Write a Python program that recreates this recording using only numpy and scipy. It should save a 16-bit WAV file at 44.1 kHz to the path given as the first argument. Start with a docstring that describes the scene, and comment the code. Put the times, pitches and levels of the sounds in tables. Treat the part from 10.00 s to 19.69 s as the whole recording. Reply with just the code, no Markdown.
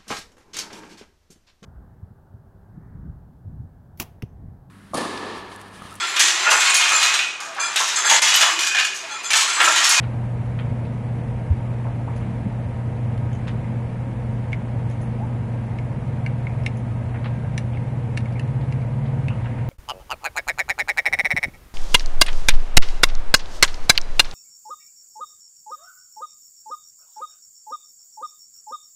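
"""At a bench, hands work a small screwdriver on a little metal and plastic part, close to a mono microphone.
Blade clicks ring the part's modes with a ping, a loose screw tinks and chatters, and fingers scuff and knock
as clumpy band noise or squeak as a gliding tone. Appliance tones hum over the room's noise and a mid-band rustle,
a far motor drones in and out as a drifting tone, and once the bench takes a soft bump of low swings.
The hand sounds get a short room tail; weak patches of treble, hiss included, drop out and leave holes."""
import sys
import numpy as np
from scipy import signal
from scipy.fft import rfft, irfft
from scipy.io import wavfile
from scipy.ndimage import uniform_filter1d

SR = 44100
rng = np.random.default_rng(int(sys.argv[2]) if len(sys.argv) > 2 else 0)


def store_wav(level_fs):
    """Save 16-bit WAV to argv[1]."""
    pcm = np.round(np.clip(np.atleast_2d(level_fs), -1, 1) * 32767)
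    wavfile.write(sys.argv[1], SR, pcm.T.astype(np.int16))


def ratio(d):
    """dB to gain"""
    e = np.asarray(d, float) / 20
    return 10 ** e


N = 427329  # length in samples


def add(mix, start_s, sound):
    """Mixes a sound in at a time, cut off where the mix ends."""
    part = mix[round(start_s * SR):][:len(sound)]
    part += sound[:len(part)]


def coloured(points):
    """Noise whose power per Hz follows the points, joined along log frequency."""
    hz, db = np.transpose(points)
    f = np.fft.rfftfreq(N, 1 / SR) + 1
    shape = ratio(np.interp(np.log(f), np.log(hz), db)) * np.sqrt(SR / 2)
    return irfft(rfft(rng.standard_normal(N)) * shape, N)


def drift(rate_hz):
    """Slow complex random wander of rms 1, changing about rate_hz times a second."""
    points_hz = 40
    count = int(N / SR * points_hz) + 2
    z = np.fft.fft(rng.standard_normal((count, 2)) @ [1, 1j])
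    z = np.fft.ifft(z / (1 + (np.fft.fftfreq(count, 1 / points_hz) / rate_hz) ** 2))
    z /= np.sqrt(np.mean(abs(z) ** 2))
    at = np.linspace(0, count - 1, N)
    return np.interp(at, np.arange(count), z.real) + 1j * np.interp(at, np.arange(count), z.imag)


def ring(hz, t60_s, size, turn=0):
    """One mode dying exponentially; turn is its starting phase in cycles."""
    t = np.arange(size) / SR
    return ratio(-60 * t / t60_s) * np.sin(2 * np.pi * (hz * t + turn))


# room rumble and air noise: (frequency [Hz], level [dB per Hz])
ROOM_COLOUR = [(20, -73.5), (40, -58.5), (70, -57.5), (97, -47), (126, -54), (150, -54), (250, -60),
               (310, -65.5), (420, -70), (480, -65.5), (950, -72), (1000, -74.5), (1370, -84.5),
               (2150, -86.5), (3200, -99), (5000, -108)]


def room_noise():
    """Steady noise with most of its power in the low rumble."""
    return coloured(ROOM_COLOUR)


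# microphone self-noise: (frequency [Hz], level [dB per Hz])
HISS_COLOUR = [(1000, -105), (5000, -106), (11000, -108.5)]


def hiss():
    """Faint, almost flat noise of the microphone itself."""
    return coloured(HISS_COLOUR)


# mid-band rush: (frequency [Hz], relative level [dB per Hz])
RUSH_COLOUR = [(700, -15), (1370, -2.5), (2150, -2), (3200, -12.5), (5500, -27.5)]
RUSTLE_DB = -51.5  # rms at rest
BUSY_DB, BUSY_S = 0.61, 0.092  # lift for each nearby scuff, reach of that lift


def rustle():
    """Slightly grainy noise that swells while the fingers are busy scuffing."""
    t = np.arange(0, N, 100) / SR
    busy = sum(np.exp(-.5 * ((t - s) / BUSY_S) ** 2) for s, *_ in FINGER_SCUFFS)
    grain = uniform_filter1d(rng.standard_normal(N), size=400) * np.sqrt(400)
    noise = coloured(RUSH_COLOUR) * ratio(0.87 * grain)
    level_db = RUSTLE_DB + BUSY_DB * np.interp(np.arange(N) / SR, t, busy)
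    return ratio(level_db) * noise / noise.std()


# steady appliance tones: (frequency [Hz], rms level [dB], wavering [0-1])
HUM_TONES = [(56.24, -44, 0.3), (107.7, -43.5, 0.33), (119.87, -26.5, 0.09), (149.7, -42, 0.53),
             (167.7, -47.5, 0.93), (219.2, -40, 0.29), (238.7, -45, 0.58), (471, -54.5, 0.85),
             (505, -56.5, 0.2), (718, -72, .5), (936, -55, 0.13), (950, -63.5, 0.9), (1258, -62, 0.77),
             (1272, -69, 0.7), (1598, -64, 0.55)]


def hum():
    """Clean tones, each partly smeared by a slow drift of level and phase."""
    t, out = np.arange(N) / SR, np.zeros(N)
    for hz, db, waver in HUM_TONES:
        carrier = np.exp(2j * np.pi * (hz * t + rng.random()))
        wander = np.sqrt(1 - waver ** 2) + waver * drift(2.4)
        out += ratio(db) * np.sqrt(2) * (wander * carrier).real
    return out


# finger scuffs and knocks: (time [s], nominal peak level [dB], centre [Hz], width [octaves])
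FINGER_SCUFFS = [(.025, -31.5, 1930, 0.84), (.587, -29.5, 1900, 0.78), (.847, -45, 2500, 0.72),
                 (1.845, -26, 810, .29), (1.864, -27, 790, 0.73), (2.075, -25, 905, 0.46),
                 (2.16, -46, 2960, 1.3), (2.21, -34, 1490, 0.86), (2.25, -25.5, 227, .57),
                 (2.46, -19, 219, 0.55), (3.47, -28.5, 1830, 1), (3.475, -46, 5500, 0.76),
                 (3.64, -40, 2000, 0.33), (6.18, -44, 1800, .44), (6.491, -38, 2170, .19),
                 (6.58, -44, 2200, .22), (7.142, -30, 1690, 0.62), (7.241, -27, 1690, 0.96),
                 (7.73, -38, 2650, 0.35), (8.353, -34.5, 2170, .12), (8.607, -43, 2800, 0.6),
                 (9.052, -40, 2797, 0.65), (9.298, -32.5, 2680, .13), (9.3, -29.5, 1110, 0.41),
                 (9.436, -40, 1994, 0.85), (9.454, -32.5, 1770, 0.6), (9.51, -43, 2100, .22),
                 (9.58, -36, 2100, 0.45)]
SCUFF_T60_S, LOW_LINGER = 0.18, 0.15  # decay at 1 kHz; lower scuffs last longer by this power of pitch


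def scuffs():
    """Clumps of grit through a band around a centre, rising in a few ms and dying away."""
    size = 8192
    out, t = np.zeros(N), np.arange(size) / SR
    f = np.fft.rfftfreq(size, 1 / SR) + 1
    for s, db, hz, octaves in FINGER_SCUFFS:
        t60_s = SCUFF_T60_S * (1000 / hz) ** LOW_LINGER
        grit, slips = rng.standard_normal((2, size))
        clumps = uniform_filter1d(slips, size=90) * np.sqrt(90)  # about 2 ms long
        band = np.exp(-.5 * abs(np.log2(f / hz) / octaves) ** 3) / np.sqrt(f)
        noise = irfft(rfft(grit * ratio(4.0 * clumps)) * band)
        shape = (1 - np.exp(-t / 0.0033)) * ratio(-60 * t / t60_s)
        add(out, s, ratio(db) * noise / noise.std() / 2 * shape)  # rms half the nominal peak
    return out


BUMP_S, BUMP_DB, BUMP_HZ, BUMP_SPREAD_S = 1.5168, -6.5, 84, .0075  # time, envelope peak, pitch, spread


def bump():
    """Two or three low swings carried through the bench, with a weaker after-swing."""
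    t = np.arange(N) / SR - BUMP_S
    swing = np.exp(-.5 * (t / BUMP_SPREAD_S) ** 2)
    swing += .25 * np.exp(-.5 * ((t - .022) / BUMP_SPREAD_S) ** 2)
    return ratio(BUMP_DB) * swing * np.sin(2 * np.pi * BUMP_HZ * t)


# rings of a loose screw: (frequency [Hz], t60 [s])
SCREW_RINGS = [(3100, 0.018), (6400, 0.0054), (9700, 0.031)]
# tinks of the screw: (time [s], level of first ring [dB], of second [dB], of third [dB])
SCREW_TINKS = [(2.162, -54, -50, -54.5), (3.331, -43, -43.5, -65), (3.352, -71, -51, -76),
               (4.912, -52, -48.5, -63), (5.015, -61, -48, -49), (6.771, -57, -46, -52)]


def tinks():
    """The screw strikes, then rattles on in a quick run of small bounces."""
    out, size = np.zeros(N), 3000
    t = np.arange(size) / SR
    for s, *levels in SCREW_TINKS:
        bounces = rng.standard_normal(size) * (rng.random(size) < 900 / SR)  # about 900 a second
        chatter = bounces * 0.41 * ratio(-60 * t / 0.19)
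        chatter[0] = 1
        body = np.zeros(2000)
        for (hz, t60_s), db in zip(SCREW_RINGS, levels):
            pair = ring(hz, t60_s, 2000) + 0.39 * ring(hz * 1.045, t60_s, 2000)
            body += ratio(db) * pair
        add(out, s, signal.fftconvolve(chatter, body))
    return out


# modes of the held part: (frequency before grip shift [Hz], relative level [dB], t60 [s])
PART_MODES = [(1500, -13, 0.017), (1766, -1, 0.018), (2100, -2, 0.029), (2250, 3.5, 0.0089),
              (2710, -4, 0.023), (2790, -2.5, 0.027), (3000, -13, 0.0091), (3470, -7.5, 0.0094),
              (3800, -10, 0.015), (4180, -4.5, 0.0068), (5030, -12, 0.011), (5660, -9, 0.0088),
              (6130, -20.5, 0.0072), (6850, -11, 0.0036), (7460, -18, 0.0044), (8500, -31, 0.0063),
              (8630, -24, 0.0074), (9400, -24, 0.01), (9900, -25, .008), (10100, -21, 0.0058)]
# blade contacts: (time [s], relative strength [dB], hardness tilt [dB per octave], ping [Hz])
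BLADE_CLICKS = [(3.178, -42, 4, 3100), (4.522, -38, -3, 2200), (4.5308, -19.5, -7.5, 2176),
                (4.544, -33, -4, 2060), (4.9003, -46, 7, 5340), (5.787, -31.5, -2.5, 2180),
                (6.2630, -22, -2.5, 2250), (6.4690, -23.5, -11.5, 2180), (6.6364, -46, 6, 5200),
                (6.6633, -15.5, -0.5, 2130), (6.6775, -39, 1, 2400), (7.5782, -24.5, 2, 5840),
                (7.5794, -20.5, 6, 1790), (7.7724, -32.5, -6, 2180), (8.1692, -33, -2, 2230),
                (8.1745, -19, 2.5, 1760), (8.206, -35, 0, 2100), (8.257, -33.5, -4.5, 2210),
                (8.3254, -46, 4, 4600), (8.396, -26.5, 1.5, 2690), (8.4772, -40, -1, 2190),
                (8.716, -48, 5, 5500), (8.7246, -32, 0.5, 2310), (8.818, -38, -8, 2290),
                (9.284, -24, -2.5, 2580)]
REBOUND_S = .004  # the tip touches a second time
PING_DB, PING_PER_HARD = -1.0, -1.04  # the softer the contact, the more the ping stands over the modes
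PING_RISE_S, PING_CYCLES = .002, 34  # the ping dies 60 dB in this many cycles
SNAP_DB, SNAP_PER_HARD, SNAP_T60_S = -15, 1.1, 0.025  # bare scratch of the tip, louder for hard contacts


def clicks():
    """Contacts ring the part's modes, harder ones the high modes, plus a ping set by where the blade lands."""
    out, size = np.zeros(N), 3000
    t = np.arange(size) / SR
    thin = signal.butter(4, 1250, "highpass", fs=SR, output="sos")  # too small to radiate bass
    for s, db, hard_db, ping_hz in BLADE_CLICKS:
        luck = rng.standard_normal((3, 2 * len(PART_MODES)))
        body = np.zeros(size)
        for (hz, mode_db, t60_s), uneven, turn, grip in zip(PART_MODES + PART_MODES, *luck):  # close pairs
            held_hz = hz * (1 + .025 * grip)  # the grip shifts each mode
            level_db = mode_db + hard_db * np.log2(hz / 2100) + 1.3 * uneven
            body += ratio(level_db) * ring(held_hz, t60_s, size, turn)

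        force = 0.086 * rng.standard_normal(600) * ratio(-60 * t[:600] / 0.01)  # the tip grinds on after landing
        force[0] = 1
        force[round(REBOUND_S * SR)] += .35
        crack = signal.sosfilt(thin, signal.fftconvolve(force, body)[:size])
        ping = (1 - np.exp(-t / PING_RISE_S)) * ring(ping_hz, PING_CYCLES / ping_hz, size)
        snap = signal.sosfilt(thin, rng.standard_normal(size) * ratio(-60 * t / SNAP_T60_S))

        # each layer is brought to equal energy before its share is set
        ping_share = ratio(PING_DB + PING_PER_HARD * hard_db)
        snap_share = ratio(SNAP_DB + SNAP_PER_HARD * hard_db)
        sound = crack / np.linalg.norm(crack) + ping_share * ping / np.linalg.norm(ping)
        sound += snap_share * snap / np.linalg.norm(snap)
        add(out, s - .0004, ratio(db) * 7 * sound / np.hypot(1, ping_share))  # starts just ahead of its time
    return out


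SQUEAK_S, SQUEAK_LENGTH_S, SQUEAK_DB = 5.19, .075, -36  # start, length, peak before the jerks
SQUEAK_START_HZ, SQUEAK_TOP_HZ = 640, 900


def squeak():
    """A faint fingertip tone that climbs as the skin drags in jerks and drops as it lets go."""
    u = np.arange(0, SQUEAK_LENGTH_S, 1 / SR) / SQUEAK_LENGTH_S  # 0 to 1 along the squeak
    out = np.zeros(N)
    climb = np.sin(np.pi * .75 * u ** 1.24)
    turns = np.cumsum(SQUEAK_START_HZ + (SQUEAK_TOP_HZ - SQUEAK_START_HZ) * climb) / SR
    jerks = 1 + .4 * np.sin(2 * np.pi * 3.5 * u)
    level = ratio(SQUEAK_DB) * np.sqrt(np.sin(np.pi * u)) * jerks
    add(out, SQUEAK_S, level * np.sin(2 * np.pi * turns))
    return out


# swells of a far motor: (start [s], length [s], full rms level [dB], start pitch [Hz], end pitch [Hz])
MOTOR_SWELLS = [(5.75, 1, -32, 136, 143.1), (7.15, 0.51, -32.5, 150.3, 146.6),
                (7.7, 0.66, -33, 140.8, 133.1), (8.35, 0.56, -25, 135.4, 136.6),
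                (8.85, 0.55, -25.5, 138.2, 137.6), (9.5, .4, -32, 137.2, 139.5)]
SWELL_EDGE_S = 0.15  # each swell fades in and out over this time


def drone():
    """A single firing tone that swells and fades while the motor's speed drifts."""
    out = np.zeros(N)
    for s, length_s, db, start_hz, end_hz in MOTOR_SWELLS:
        t = np.arange(0, length_s, 1 / SR)
        edge = np.clip(np.minimum(t, length_s - t) / SWELL_EDGE_S, 0, 1)
        fade = np.sin(np.pi / 2 * edge) ** 2
        turns = np.cumsum(start_hz + (end_hz - start_hz) * t / length_s) / SR
        add(out, s, ratio(db) * np.sqrt(2) * fade * np.sin(2 * np.pi * turns))
    return out


def room_tail(x):
    """Bench and walls answer with sparse taps that die quickly, the treble slightly first."""
    taps = np.zeros(SR // 3)
    at = np.arange(120, len(taps) - 20, 20)
    taps[at + rng.integers(0, 20, len(at))] = rng.choice([-1., 1.], len(at))
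    t = np.arange(len(taps)) / SR
    low = signal.lfilter(*signal.butter(2, 3500, fs=SR), taps)
    tail = low * ratio(-60 * t / 0.079) + (taps - low) * ratio(-60 * t / 0.075)
    return signal.fftconvolve(x, tail / np.linalg.norm(tail))[:N]


def scene():
    """Hand sounds with their room tail, over the steady background and the bump."""
    hands = scuffs() + tinks() + clicks() + squeak()
    steady = room_noise() + rustle() + hum() + drone()
    return (hands + ratio(-9.5) * room_tail(hands) + steady + bump())[None]


def treble_holes(x):
    """Patches above 3.5 kHz drop 20 dB where their smoothed power is 2.5 dB under its median over time."""
    hz, _, z = signal.stft(x, SR, nperseg=2048, noverlap=1024)
    power = uniform_filter1d(abs(z) ** 2, size=8, axis=1)  # smoothed along frequency
    usual = np.median(power, axis=2, keepdims=True)
    weak = (power < ratio(2 * -2.5) * usual) & (hz > 3500)[:, None]
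    return signal.istft(z * np.where(weak, .1, 1), SR, nperseg=2048, noverlap=1024)[1][:, :N]


def low_pass(x):
    """Removes everything above the highest recorded frequency."""
    return signal.sosfilt(signal.butter(12, 12120, fs=SR, output="sos"), x)


def record(dry):
    """Adds microphone hiss, drops weak treble patches and limits the band to about 11 kHz."""
    lowpass = signal.firwin(401, 11030, window=("kaiser", 5), fs=SR)
    limited = signal.oaconvolve(treble_holes(dry + hiss()), lowpass[None], "same")
    return low_pass(limited)


dry = scene()
out = record(dry)
store_wav(out)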